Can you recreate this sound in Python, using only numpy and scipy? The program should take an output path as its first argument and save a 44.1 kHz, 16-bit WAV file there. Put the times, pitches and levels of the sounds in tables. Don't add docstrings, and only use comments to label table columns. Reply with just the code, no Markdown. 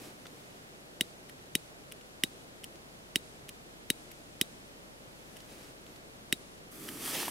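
import sys
import numpy as np
from scipy.fft import rfft, irfft, next_fast_len
from scipy.io import wavfile
from scipy.ndimage import map_coordinates

SR = 44100
rng = np.random.default_rng(int(sys.argv[2]) if len(sys.argv) > 2 else 0)


def bounce(signal):
    frames = np.transpose(np.atleast_2d(signal))
    limited = np.clip(frames, -1, 1)
    pcm = np.round(limited * 32767).astype(np.int16)
    wavfile.write(sys.argv[1], SR, pcm)


N = 321930
AGE = np.arange(SR // 5) / SR
# frequency in Hz, relative level in dB.
CRACK_COLOUR = [(900, -21), (2500, 9.5), (4500, 0.5), (6400, 0.5), (8000, 0), (10000, 5), (13000, 2.5),
                (16000, -12)]


def amp(db):
    return 10 ** (np.asarray(db) / 20)


def unit(x):
    return x / np.sqrt(np.mean(x ** 2) + 1e-20)


def along(points, hz):
    f, v = np.transpose(points)
    return np.interp(np.log(hz + 1), np.log(f + 1), v)


def wobble(rate):
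    knots = rng.standard_normal(int(N * rate / SR) + 4)
    return map_coordinates(knots, [np.arange(N) * rate / SR])


def fade(t60):
    return np.exp(-np.log(1000) * AGE / t60)


def swells(rows):
    t = np.arange(N) / SR
    return np.sqrt(sum(amp(db) ** 2 * np.exp(-2 * ((t - s) / half) ** 2) for s, half, db in rows))


def noise(colour, alike, size=N):
    hz = np.fft.rfftfreq(size, 1 / SR)
    turn = np.arccos(np.clip(along(alike, hz), -1, 1)) / 2
    spectra = rfft(rng.standard_normal((2, size))) * amp(along(colour, hz))
    mid, side = irfft(spectra * [np.cos(turn), np.sin(turn)], size)
    return unit(np.array([mid + side, mid - side]))


def burst(colour, alike, t60):
    return noise(colour, [(1000, alike)], size=len(AGE)) * fade(t60)


def add(track, s, sound):
    part = track[:, max(round(s * SR), 0):][:, :len(AGE)]
    part += sound[..., :part.shape[1]]


def distant_air(level_db=-51.5):
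    # frequency in Hz, relative level in dB.
    colour = [(35, -44), (60, -12), (102, -5), (135, -2), (171, -3), (306, -3.5), (487, -4.5), (615, -4.5),
              (934, -10), (1290, -11), (2260, -13), (3440, -15.5), (4140, -17), (11500, -24),
              (15600, -34.5)]
    # frequency in Hz, left-right likeness from -1 to 1.
    alike = [(60, 1), (150, 0.7), (380, 0.55), (950, -0.52), (2380, -0.73), (5980, -0.25), (15000, 0.1)]
    return amp(level_db + 0.19 * wobble(7.1)) * noise(colour, alike)


def hum():
    # pitch in Hz, left and right level in dB before the swell.
    partials = [(24.8, -67, -78), (49, -59.5, -84)]
    t = np.arange(N) / SR
    tone = sum(amp([[left], [right]]) * np.sin(2 * np.pi * hz * t) for hz, left, right in partials)
    return tone * amp(np.interp(t, [0, 3.5], [-5, .5]))


def sleeve(grain_db=1.0):
    # middle in seconds, half length in seconds, peak in dB.
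    strokes = [(0.045, 0.067, -50), (0.36, 0.34, -60.5), (5.42, 0.34, -60), (5.52, 0.044, -55),
               (5.625, 0.091, -55), (5.92, 0.078, -60.5)]
    # frequency in Hz, relative level in dB.
    cloth = [(100, 7), (300, 16), (700, 7.5), (1400, 1), (2500, 2), (6000, -1.5), (11000, -3), (15500, -11)]
    return swells(strokes) * unit(amp(grain_db * wobble(500))) * noise(cloth, [(3000, 0.99)])


def ticks():
    # start in seconds, pitch in Hz, knock in dB, puff in dB.
    cues = [(0.2564, 1590, -42, -43.5), (0.2674, 3640, -34, -45.5), (1.2964, 1830, -37, -51),
            (1.391, 2000, -51, -53), (2.012, 3000, -49, -53), (2.7566, 3000, -48, -50),
            (5.404, 3220, -42, -45.5), (5.8650, 3060, -59, -51), (5.9610, 4500, -52, -54),
            (6.8830, 1300, -32, -56), (6.888, 1780, -25.5, -45), (7.2290, 870, -36, -32),
            (7.2810, 950, -24, -33)]
    out = np.zeros((2, N))
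    for s, hz, knock_db, puff_db in cues:
        colour = [(hz / 5, -16), (hz, 0), (hz * 3, -10), (hz * 6, -26)]
        knock = np.sin(2 * np.pi * hz * AGE) * fade(0.0076) * (1 - np.exp(-AGE * hz))
        add(out, s, amp(knock_db) * knock + amp(puff_db) * burst(colour, alike=0.92, t60=0.023))
    return out


def contact(case_db, hardness_db, spread_db=1.43, attack_s=0.0004):
    # pitch in Hz, relative dB, t60 in seconds.
    modes = [(1965, -10.5, 0.0095), (2992, 0.6, 0.0073), (4920, -18, 0.0054), (5520, -9, 0.0069),
             (7440, -15, 0.0057), (8080, -12, 0.0062), (9300, -4.5, 0.0038), (10050, -17, 0.0051),
             (10600, -13, 0.0036), (11800, -37, .006), (14100, -22, 0.0071), (14800, -14, .006)]
    # frequency in Hz, relative level in dB.
    ground = [(700, -41), (2500, -4), (4000, -1.5), (6000, -8.5), (9000, -1), (13000, -10), (16000, -13)]
    ring = 0
    for k, (hz, db, t60) in enumerate(modes):
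        chance_db = spread_db * rng.standard_normal() + .5 * rng.standard_normal((2, 1))
        gain = amp(db + hardness_db * np.log2(hz / 3000) + chance_db)
        ring = ring + (-1) ** k * gain * np.sin(2 * np.pi * hz * AGE) * fade(t60)
    crack = amp(-9.5 + 2.4 * hardness_db) * burst(CRACK_COLOUR, alike=0.85, t60=0.013)
    scatter = amp(-22.5) * burst(ground, alike=0.079, t60=0.045)
    tail = amp(-43.5) * burst(ground, alike=.2, t60=0.27)
    return amp(case_db) * (ring + crack + scatter + tail) * (1 - np.exp(-AGE / attack_s))


def spring_ping(hz=3805, db=-17.5, t60=0.045, vary_db=0.4):
    strength, detune = rng.standard_normal(2)
    return amp(db + vary_db * strength) * np.sin(2 * np.pi * (hz + 10 * detune) * AGE) * fade(t60)


def thump(hz=200, delay_s=0.0051, width_s=0.0018):
    t = AGE - delay_s
    flow = np.sin(2 * np.pi * hz * t) * np.exp(-(t / width_s) ** 2)
    pressure = np.gradient(flow)
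    return pressure / pressure.max()


def lighter():
    # strike in seconds, snap in dB, hardness in dB per octave, thump in dB,
    # gas flow in seconds (held for at least 0.15).
    snaps = [(1.0095, -8.5, -0.5, -26, 0.13), (1.5526, -9, 0.8, -24.5, 0.13), (2.2363, -8.5, 0, -25, 0.22),
             (3.1580, -8.5, -0.2, -26.5, 0.25), (3.9021, -9.5, 1.5, -24, 0.5), (4.4130, -8, 1.5, -24, 0.27),
             (6.3260, -8.5, 0.2, -24.5, 0.27)]
    # time in seconds, case in dB, hardness in dB per octave.
    releases = [(1.2955, -37, 1), (1.9215, -35, 3.5), (2.6420, -30, 1.5), (3.4909, -35, 5),
                (4.1157, -44, 6), (5.3680, -37, 1.5), (6.8890, -29.5, 1)]
    # frequency in Hz, relative level in dB.
    scrape = [(1000, -22), (1800, 0), (3800, 1), (6000, -12), (14000, -20)]
    # frequency in Hz, relative level in dB.
    gas = [(800, -19), (2500, 4), (6000, 3), (9500, 2.5), (15000, -19)]
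    out, valve, t = np.zeros((2, N)), np.zeros(N), np.arange(N) / SR
    for s, snap_db, hardness_db, thump_db, flow_s in snaps:
        add(out, s - .0018, amp(snap_db - 35) * burst(CRACK_COLOUR, alike=0.47, t60=0.028))
        strike = contact(snap_db, hardness_db) + amp(snap_db) * spring_ping()
        add(out, s, strike + amp(thump_db) * thump())
        valve += np.interp(t - s, [0, .09, max(flow_s, .15)], [0, 1, .45], right=0)
    for s, case_db, hardness_db in releases:
        add(out, s - .004, amp(case_db - 15) * burst(scrape, alike=0.79, t60=0.031))
        add(out, s - .006, contact(case_db - 7, hardness_db - 3.5))
        add(out, s, contact(case_db, hardness_db))
        add(out, s + .0036, contact(case_db - 7, hardness_db))
    return out + amp(-62.0) * valve * noise(gas, [(5000, 0.28)])


def since_catch(rise_s, catch_s=6.708):
    return np.clip((np.arange(N) / SR - catch_s) / rise_s, 0, 1)


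def hollow_fizz(alike, sag=0.04, sag_s=0.29):
    # centre in Hz, width in Hz, relative level in dB.
    resonances = [(1280, 450, 4), (2170, 1400, 0), (3460, 650, 0), (4870, 960, -1), (6200, 990, -0.5),
                  (7970, 1800, -0.5), (9300, 830, 3), (10740, 1800, 2.5), (12540, 770, 5.5),
                  (14700, 1400, -1)]
    hz = np.fft.rfftfreq(N, 1 / SR)[1:]
    power = sum(amp(db) ** 2 / (1 + (2 * (hz - centre) / width) ** 2) ** 2
                for centre, width, db in resonances)
    fizz = noise(np.column_stack([hz, 10 * np.log10(power)]), alike)
    speed = 1 - sag * since_catch(sag_s)
    return np.array([map_coordinates(side, [np.cumsum(speed)], order=5) for side in fizz])


def fuse(spurt_db=-55, settled_db=-49, smoulder_db=-52, flame_db=-47, grain_db=0.8):
    # middle and half length in seconds, fizz in dB, flare in dB.
    surges = [(7.08, 0.07, -38.5, -42.5), (7.161, 0.038, -49, -35.5), (7.216, 0.058, -46, -36.5),
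              (7.29, 0.066, -43, -55)]
    # frequency in Hz, relative level in dB.
    flare_colour = [(260, -34), (450, -7), (546, -3), (723, -4.5), (945, -6), (1390, -16), (1840, -2.5),
                    (2010, -8), (2960, -2), (4100, -7.5), (6220, -7), (6700, -11.5), (10800, -7.5),
                    (15600, -14)]
    # frequency in Hz, relative level in dB.
    flame_colour = [(60, -18), (130, -7.5), (220, -1), (305, 3), (400, -2), (520, -17), (900, -27)]
    # frequency in Hz, left-right likeness up to 1.
    alike = [(60, 0.71), (380, 1), (2380, 0.78), (15000, 0.84)]
    jet = since_catch(0.0092) * amp(spurt_db + (settled_db - spurt_db) * since_catch(0.16))
    fizz_gain = np.hypot(jet, swells([(s, half, db) for s, half, db, _ in surges]))
    smoulder = amp(smoulder_db) * since_catch(0.32)
    flare_gain = np.hypot(smoulder, swells([(s, half, db) for s, half, _, db in surges]))
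    fizz = fizz_gain * hollow_fizz(alike)
    sputter = unit(amp(grain_db * wobble(900) + 0.59 * wobble(70)))
    flare = flare_gain * noise(flare_colour, alike)
    flame = since_catch(0.14) * amp(flame_db + 0.83 * wobble(25)) * noise(flame_colour, [(300, 0.99)])
    return (sputter * (fizz + flare) + flame) * amp([[-.4], [.4]])


def scene():
    return lighter() + ticks() + fuse() + sleeve() + distant_air() + hum()


def record(dry, top_hz=15800):
    size = next_fast_len(N + SR)
    hz = np.fft.rfftfreq(size, 1 / SR)
    return irfft(rfft(dry, size) / np.sqrt(1 + (hz / top_hz) ** 500), size)[:, :N]


dry = scene()
out = record(dry)
bounce(out)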